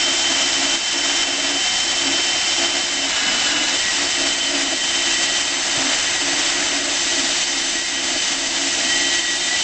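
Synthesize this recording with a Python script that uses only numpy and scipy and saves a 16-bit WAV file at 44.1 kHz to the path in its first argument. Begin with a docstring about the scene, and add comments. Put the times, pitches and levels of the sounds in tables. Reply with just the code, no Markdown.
"""A rasping, screaming whine near 3 kHz: an electric sawmill rips a big log lengthwise, outdoors.
Teeth tear through the wood; their passing draws a stack of overtones from the steel blade.
Below, the blade flutters in a two-note drone over shaft hum, mains hum and frame rumble.
It binds and slows for about half a second; modes catch and moan, and the log knocks now and then."""
import sys
import numpy as np
from scipy import signal
from scipy.fft import rfft, irfft, next_fast_len
from scipy.io import wavfile

SR = 44100
rng = np.random.default_rng(int(sys.argv[2]) if len(sys.argv) > 2 else 0)


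def digitize_waveform(pressure):
    """Quantize a signal to 16-bit integers and store it at the path in sys.argv[1].

    Rows of a 2-D input are taken as channels; values are limited to [-1, 1].
    """
    field = np.atleast_2d(pressure).T
    bounded = np.clip(field, -1, 1)
    quanta = np.round(bounded * 32767).astype(np.int16)
    wavfile.write(sys.argv[1], SR, quanta)


N = 424683
TIME = np.arange(N) / SR
PAIRS_PER_TURN, WHINE_ORDER = 11, 16  # left-right tooth pairs; main whine's multiple of the pair rate
DEEP_MID_S, DEEP_SPAN_S = 3.9, 4.2  # transition to the deep cut


def teeth(shaft):
    """Teeth rasp, harder at each entry and once a turn; wobble and tough grain tear more fibres."""
    feed = [(0, -20.5), (.4, -20.5), (.56, -20.5), (1.05, -20.5), (1.68, -22), (2.08, -21.5), (3.5, -22),
            (4.08, -22.5), (4.35, -22), (5.95, -21.5), (6.2, -24), (6.44, -21), (7.7, -21.2), (8.17, -22.5),
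            (8.36, -21), (9.61, -22)]  # feed force as rasp level: time_s, level_db
    tough_grain = [(1.95, 2.95, 0.7), (3.06, 3.68, 2.1), (5.6, 6.85, 1.4)]  # start_s, end_s, extra_db
    rasp_spectrum = [(100, -25.5), (400, -17.5), (800, -1), (1100, -9.5), (1900, -0.5), (2400, 0),
                     (2850, 5.5), (3250, 4), (3700, 6.5), (4300, 2.5), (5400, 5), (6500, 4.5), (7500, 6),
                     (8250, -9)]  # freq_hz, density_db
    tear_spectrum = [(100, -18.5), (450, -10), (720, -0.5), (1100, -5), (1650, -0.5), (2100, -2.5),
                     (3000, -3.5), (6000, -33)]  # freq_hz, density_db
    feed_db = curve(feed)
    grain_db = sum(db * gate(start, end, 0.12) for start, end, db in tough_grain)
    smoother_db = -2 * ramp(6.75, 0.65)
    tear_db = feed_db - 5 + 0.16 * wobble_db() + grain_db + smoother_db
    passing_db = 0.14 * np.cos(2 * PAIRS_PER_TURN * shaft) + 0.19 * np.cos(PAIRS_PER_TURN * shaft)
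    bite = amp(0.59 * np.cos(shaft) + passing_db + 0.57 * wander(22) + 0.71 * wander(460))
    rasp = amp(feed_db - 0.62) * coloured(rasp_spectrum)
    tearing = amp(tear_db) * coloured(tear_spectrum)
    return bite * (rasp + tearing)


def whine(shaft):
    """Three overtones hit sharp blade modes and scream, swinging in pitch at each turn."""
    scream = [(0, -24), (1.45, -26), (2.3, -24.5), (3.1, -27), (3.45, -20.5), (3.8, -30), (4.3, -23),
              (5.35, -28), (5.6, -30.5), (7.35, -30.5), (8, -30.5), (8.9, -28), (9.63, -29)]  # main whine strength: time_s, level_db
    mode_hz, low_hz = 3071, 1927
    hz, deep = whine_hz(), ramp(DEEP_MID_S, DEEP_SPAN_S)
    detune_db = np.clip(0.2 * (mode_hz - hz), 0, 3)  # weaker below the mode
    unsteady = 0.749 + 0.551 * deep
    swing_hz = unsteady * (12 * np.cos(shaft + 1) + 5.55 * wander(25.5) + 5.97 * wander(5.04))
    angle = WHINE_ORDER * PAIRS_PER_TURN * shaft + phase(swing_hz)
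    throb = unit(amp(0.7 * np.cos(shaft) + 0.4 * np.cos(2 * shaft) + 0.6 * np.cos(phase(6.2))))
    main = amp(curve(scream) - detune_db) * throb * sing(angle, rough=0.14 + 0.36 * deep, width_hz=64)
    octave = amp(-39.5 + 7.5 * deep) * sing(2 * angle + phase(9.1), rough=0.5, width_hz=75)
    low_angle = phase(low_hz + 0.301 * (hz - hz.mean()) + 0.5 * swing_hz)
    low = amp(-36.5 + 4 * deep) * sing(low_angle, rough=0.52, width_hz=38)
    return main + (octave + low) * amp(-6 * binding())


def blade_modes(shaft):
    """Teeth shake the steel; pinched, it sings in other modes and comes free with a new balance."""
    overtones = [(8.76, -45.5, -44.5), (10.96, -38.5, -39), (12.14, -40.5, -44.5), (13.98, -37, -42.5),
                 (15.08, -40.5, -38.5), (18.88, -40.5, -39), (21.05, -39, -40.5), (23.98, -43.5, -38),
                 (27, -38, -41), (28.07, -39, -41.5)]  # tooth passing: pair_rate_multiple, early_db, late_db
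    free_modes = [(2037, 85, -42.5, -43.5), (2526, 29, -50.5, -43.5), (3474, 34, -46, -50),
                  (3790, 120, -46.5, -46.5), (4325, 74, -44, -41), (4707, 49, -39.5, -46.5),
                  (4970, 32, -41.5, -40.5), (5360, 52, -37, -49.5), (5580, 86, -46.5, -51),
                  (5730, 110, -40, -47), (6360, 100, -43.5, -64), (7810, 420, -39, -36.5)]  # freq_hz, width_hz, early_db, late_db
    bound_modes = [(1455, 45, -36.5), (1660, 41, -35.5), (2080, 38, -38), (2665, 40, -40), (2800, 30, -36),
                   (3710, 190, -38), (3950, 45, -37), (4170, 60, -40), (5030, 43, -40)]  # freq_hz, width_hz, level_db
    after, pinch = ramp(3.74, 2.7), binding()
    stack = sum(amp(early + (late - early) * after)
                * sing(phase(0) + order * PAIRS_PER_TURN * shaft, rough=0.77, width_hz=45)
                for order, early, late in overtones)
    free = sum(amp(early + (late - early) * after) * ring(hz, width)
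               for hz, width, early, late in free_modes)
    bound = sum(amp(db) * ring(hz, width) for hz, width, db in bound_modes)
    throb = amp(0.33 * np.cos(shaft))
    return throb * (stack * amp(1.5) + free * amp(3.5 - 4 * pinch) + bound * pinch)


def flutter(shaft):
    """The blade wobbles in two beating notes and buzzes on the wood; a pinch damps the upper note."""
    lulls = [(.8, 0.94), (1.62, 1.86), (1.77, 1.76), (2.39, 2.47), (3.13, 3.21), (3.77, 3.92), (4.1, 4.16),
             (8.2, 8.3)]  # blade runs true: start_s, end_s
    notes_hz, buzz_hz = (279, 343), 649
    wobble = wobble_db()
    lower_db = -30.5 + wobble
    upper_db = -33.9 + 0.3 * wobble - 5.5 * binding() - 1.6 * ramp(DEEP_MID_S, DEEP_SPAN_S)
    lull_db = -9.5 * sum(gate(start, end, 0.019) for start, end in lulls)
    drift_hz = 4 * wander(11.23)
    lower, upper = (sing(phase(hz + drift_hz), rough=0.25, width_hz=36) for hz in notes_hz)
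    buzz = amp((lower_db + upper_db) / 2 - 1.05) * ring(buzz_hz, width_hz=94)
    throb = unit(amp(0.99 * np.cos(shaft) + 1.4 * wander(28)))
    return amp(lull_db) * throb * (amp(lower_db) * lower + amp(upper_db) * upper + buzz)


def moans():
    """Single modes swell and fade as the kerf closes and opens on the steel."""
    caught_modes = [(1.55, 2.85, 736, -41.5), (3.48, 3.67, 303, -34.5), (3.76, 3.97, 1930, -31.5),
                    (4.75, 5.42, 2716, -38), (4.93, 5.4, 1942, -32.5), (5.72, 7.3, 303.6, -43.5),
                    (7.22, 7.46, 6150, -34), (8.75, 9.7, 4050, -37.5), (8.8, 9.362, 1932, -28.5),
                    (9.2, 9.7, 3640, -33), (9.467, 9.578, 1964, -25)]  # start_s, end_s, pitch_hz, level_db
    return sum(amp(db) * gate(start, end, 0.09) * sing(phase(hz + 4 * wander(8)), rough=0.33, width_hz=21)
               for start, end, hz, db in caught_modes)


def knocks():
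    """The log knocks on its carriage: short, heavily damped booms."""
    hits = [(3.265, -27.5, 253.6, 0.059), (3.32, -36, 235, 0.057), (5.772, -32.5, 140, 0.029)]  # start_s, level_db, pitch_hz, decay_s
    attack_s = 0.0033
    out = np.zeros(N)
    for start_s, db, hz, decay_s in hits:
        age_s = np.maximum(TIME - start_s, 0)
        envelope = (1 - np.exp(-age_s / attack_s)) * np.exp(-age_s / decay_s)
        out += amp(db) * envelope * sing(phase(hz), rough=0.69, width_hz=63)
    return out


def drive(shaft):
    """Unbalanced shaft, motor mains hum and frame rumble."""
    orders = [(1, -60.5), (2, -58.5), (3, -65.5), (4, -66), (5, -57), (11, -55)]  # shaft hum: turn_rate_multiple, level_db
    rumble_spectrum = [(10, -1), (30, 0.5), (100, -3), (140, -6), (195, 1.5), (260, 4.5), (400, 0.5),
                       (1000, -26)]  # freq_hz, density_db
    hum = sum(amp(db) * np.cos(order * shaft + 2 * np.pi * rng.random()) for order, db in orders)
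    mains = amp(-57.5) * np.cos(phase(hz=100))
    return np.sqrt(2) * (hum + mains) + amp(-42.5) * coloured(rumble_spectrum)


def binding():
    """1 while the kerf pinches the blade, 0 when free."""
    pinches = [(3.08, 3.39), (3.44, 3.72)]  # start_s, end_s
    return sum(gate(start, end, edge_s=0.09) for start, end in pinches)


def whine_hz():
    """Main whine pitch: follows saw speed, sags in a bind."""
    speed = [(0, 3083), (0.42, 3080), (0.57, 3063), (0.75, 3081), (1.4, 3078), (1.9, 3086), (2.6, 3086),
             (3.0, 3076), (3.8, 3095), (3.98, 3036), (4.35, 3072), (4.6, 3046), (4.8, 3080), (5.3, 3089),
             (6.1, 3068), (7.5, 3073), (8.5, 3062), (9.6, 3094)]  # free-cut speed as whine pitch: time_s, pitch_hz
    free_hz, bound_hz = curve(speed), 2974
    return free_hz + (bound_hz - free_hz) * binding()


def wobble_db():
    """Sideways blade wobble relative to a full bout; each bout rises, holds and falls to calm."""
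    bouts = [(0.04, 0.146, -37.5), (0.264, 0.473, -34.5), (0.539, 0.768, -37.5), (0.915, 1.154, -38.5),
             (1.227, 1.584, -35), (1.875, 1.938, -39), (2.035, 2.202, -36), (2.574, 2.824, -38.5),
             (2.925, 3.09, -37), (3.235, 3.385, -37.5), (3.5, 3.747, -38), (3.948, 4.08, -36.5),
             (4.173, 4.315, -33.5), (4.462, 4.75, -34), (4.9, 5.117, -45), (5.4, 5.624, -40),
             (5.74, 5.928, -33), (6.23, 6.415, -36.5), (6.555, 6.967, -35.5), (7.002, 7.345, -40),
             (7.474, 7.84, -40.5), (7.91, 8.19, -35.5), (8.3, 8.692, -37.5), (8.743, 9.096, -40.5)]  # start_s, end_s, level_db
    attack_s, release_s = 0.087, 0.045
    calm_db, full_db = -44.5, -32.5
    swell = sum(amp(db) * ramp(start, attack_s) * (1 - ramp(end, release_s)) for start, end, db in bouts)
    return 20 * np.log10(np.hypot(swell, amp(calm_db))) - full_db


def sing(angle, rough, width_hz):
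    """Self-excited tone: clean core plus a noise halo with power share `rough`."""
    halo = wander(width_hz) * np.cos(angle) + wander(width_hz) * np.sin(angle)
    return np.sqrt(2 * (1 - rough)) * np.cos(angle) + np.sqrt(rough) * halo


def ring(hz, width_hz):
    """Resonance shaken by random blows."""
    return noise(lambda f: 1 / (1 + ((f - hz) / (0.78 * width_hz)) ** 2))


def coloured(spectrum):
    """Noise from spectrum points joined over log frequency."""
    hz, db = np.transpose(spectrum)
    return noise(lambda f: amp(np.interp(np.log(f + 1), np.log(hz), db)))


def wander(rate_hz):
    """Random drift, rms 1."""
    return noise(lambda f: np.exp(-(f / rate_hz) ** 2))


def noise(shape):
    """Noise with magnitude shape(freq_hz), rms 1."""
    size = next_fast_len(N, real=True)
    spectrum = rfft(rng.standard_normal(size)) * shape(np.fft.rfftfreq(size, 1 / SR))
    return unit(irfft(spectrum, size)[:N])


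def phase(hz):
    """Running phase in radians, random start."""
    return 2 * np.pi * (np.cumsum(hz * np.ones(N)) / SR + rng.random())


def curve(points):
    """Per-sample curve through (time_s, value) points."""
    return np.interp(TIME, *np.transpose(points))


def ramp(mid_s, span_s):
    """Linear rise from 0 to 1."""
    return np.clip((TIME - mid_s) / span_s + 0.5, 0, 1)


def gate(start_s, end_s, edge_s):
    """1 from start to end, soft edges."""
    return ramp(start_s, edge_s) - ramp(end_s, edge_s)


def amp(db):
    """Decibels to gain."""
    return 10 ** (np.asarray(db) / 20)


def unit(x):
    """Scale to rms 1."""
    return x / np.sqrt(np.mean(x ** 2) + 1e-20)


def scene():
    """Mono mix; one shaft turns the mill and slows under load."""
    shaft = phase(whine_hz() / (WHINE_ORDER * PAIRS_PER_TURN))
    cutting = teeth(shaft) + blade_modes(shaft) + whine(shaft) + moans() + flutter(shaft)
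    return (cutting + drive(shaft) + knocks())[None]


def record(dry):
    """The level drops abruptly and creeps back at intervals; then a low-pass."""
    dips = [(.052, 1.5), (0.49, 1), (0.758, 3.5), (1.238, 3.5), (1.842, 1), (2.218, 0.9), (2.669, 1.5),
            (2.859, 2), (4.307, 2), (4.627, 2), (5.419, 2), (6.506, 1.5), (6.774, 2), (7.439, 2.5),
            (7.799, 3.5), (8.338, 3), (9.201, 2.5)]  # start_s, depth_db
    recovery_s, cutoff_hz = 0.48, 8700
    dip_db = sum(depth * ramp(start, 0.002) * np.clip(1 - (TIME - start) / recovery_s, 0, 1)
                 for start, depth in dips)
    lowpass = signal.firwin(201, cutoff_hz, window=("kaiser", 9), fs=SR)
    return signal.oaconvolve(dry * amp(-dip_db), lowpass[None], "same")


dry = scene()
out = record(dry)
digitize_waveform(out)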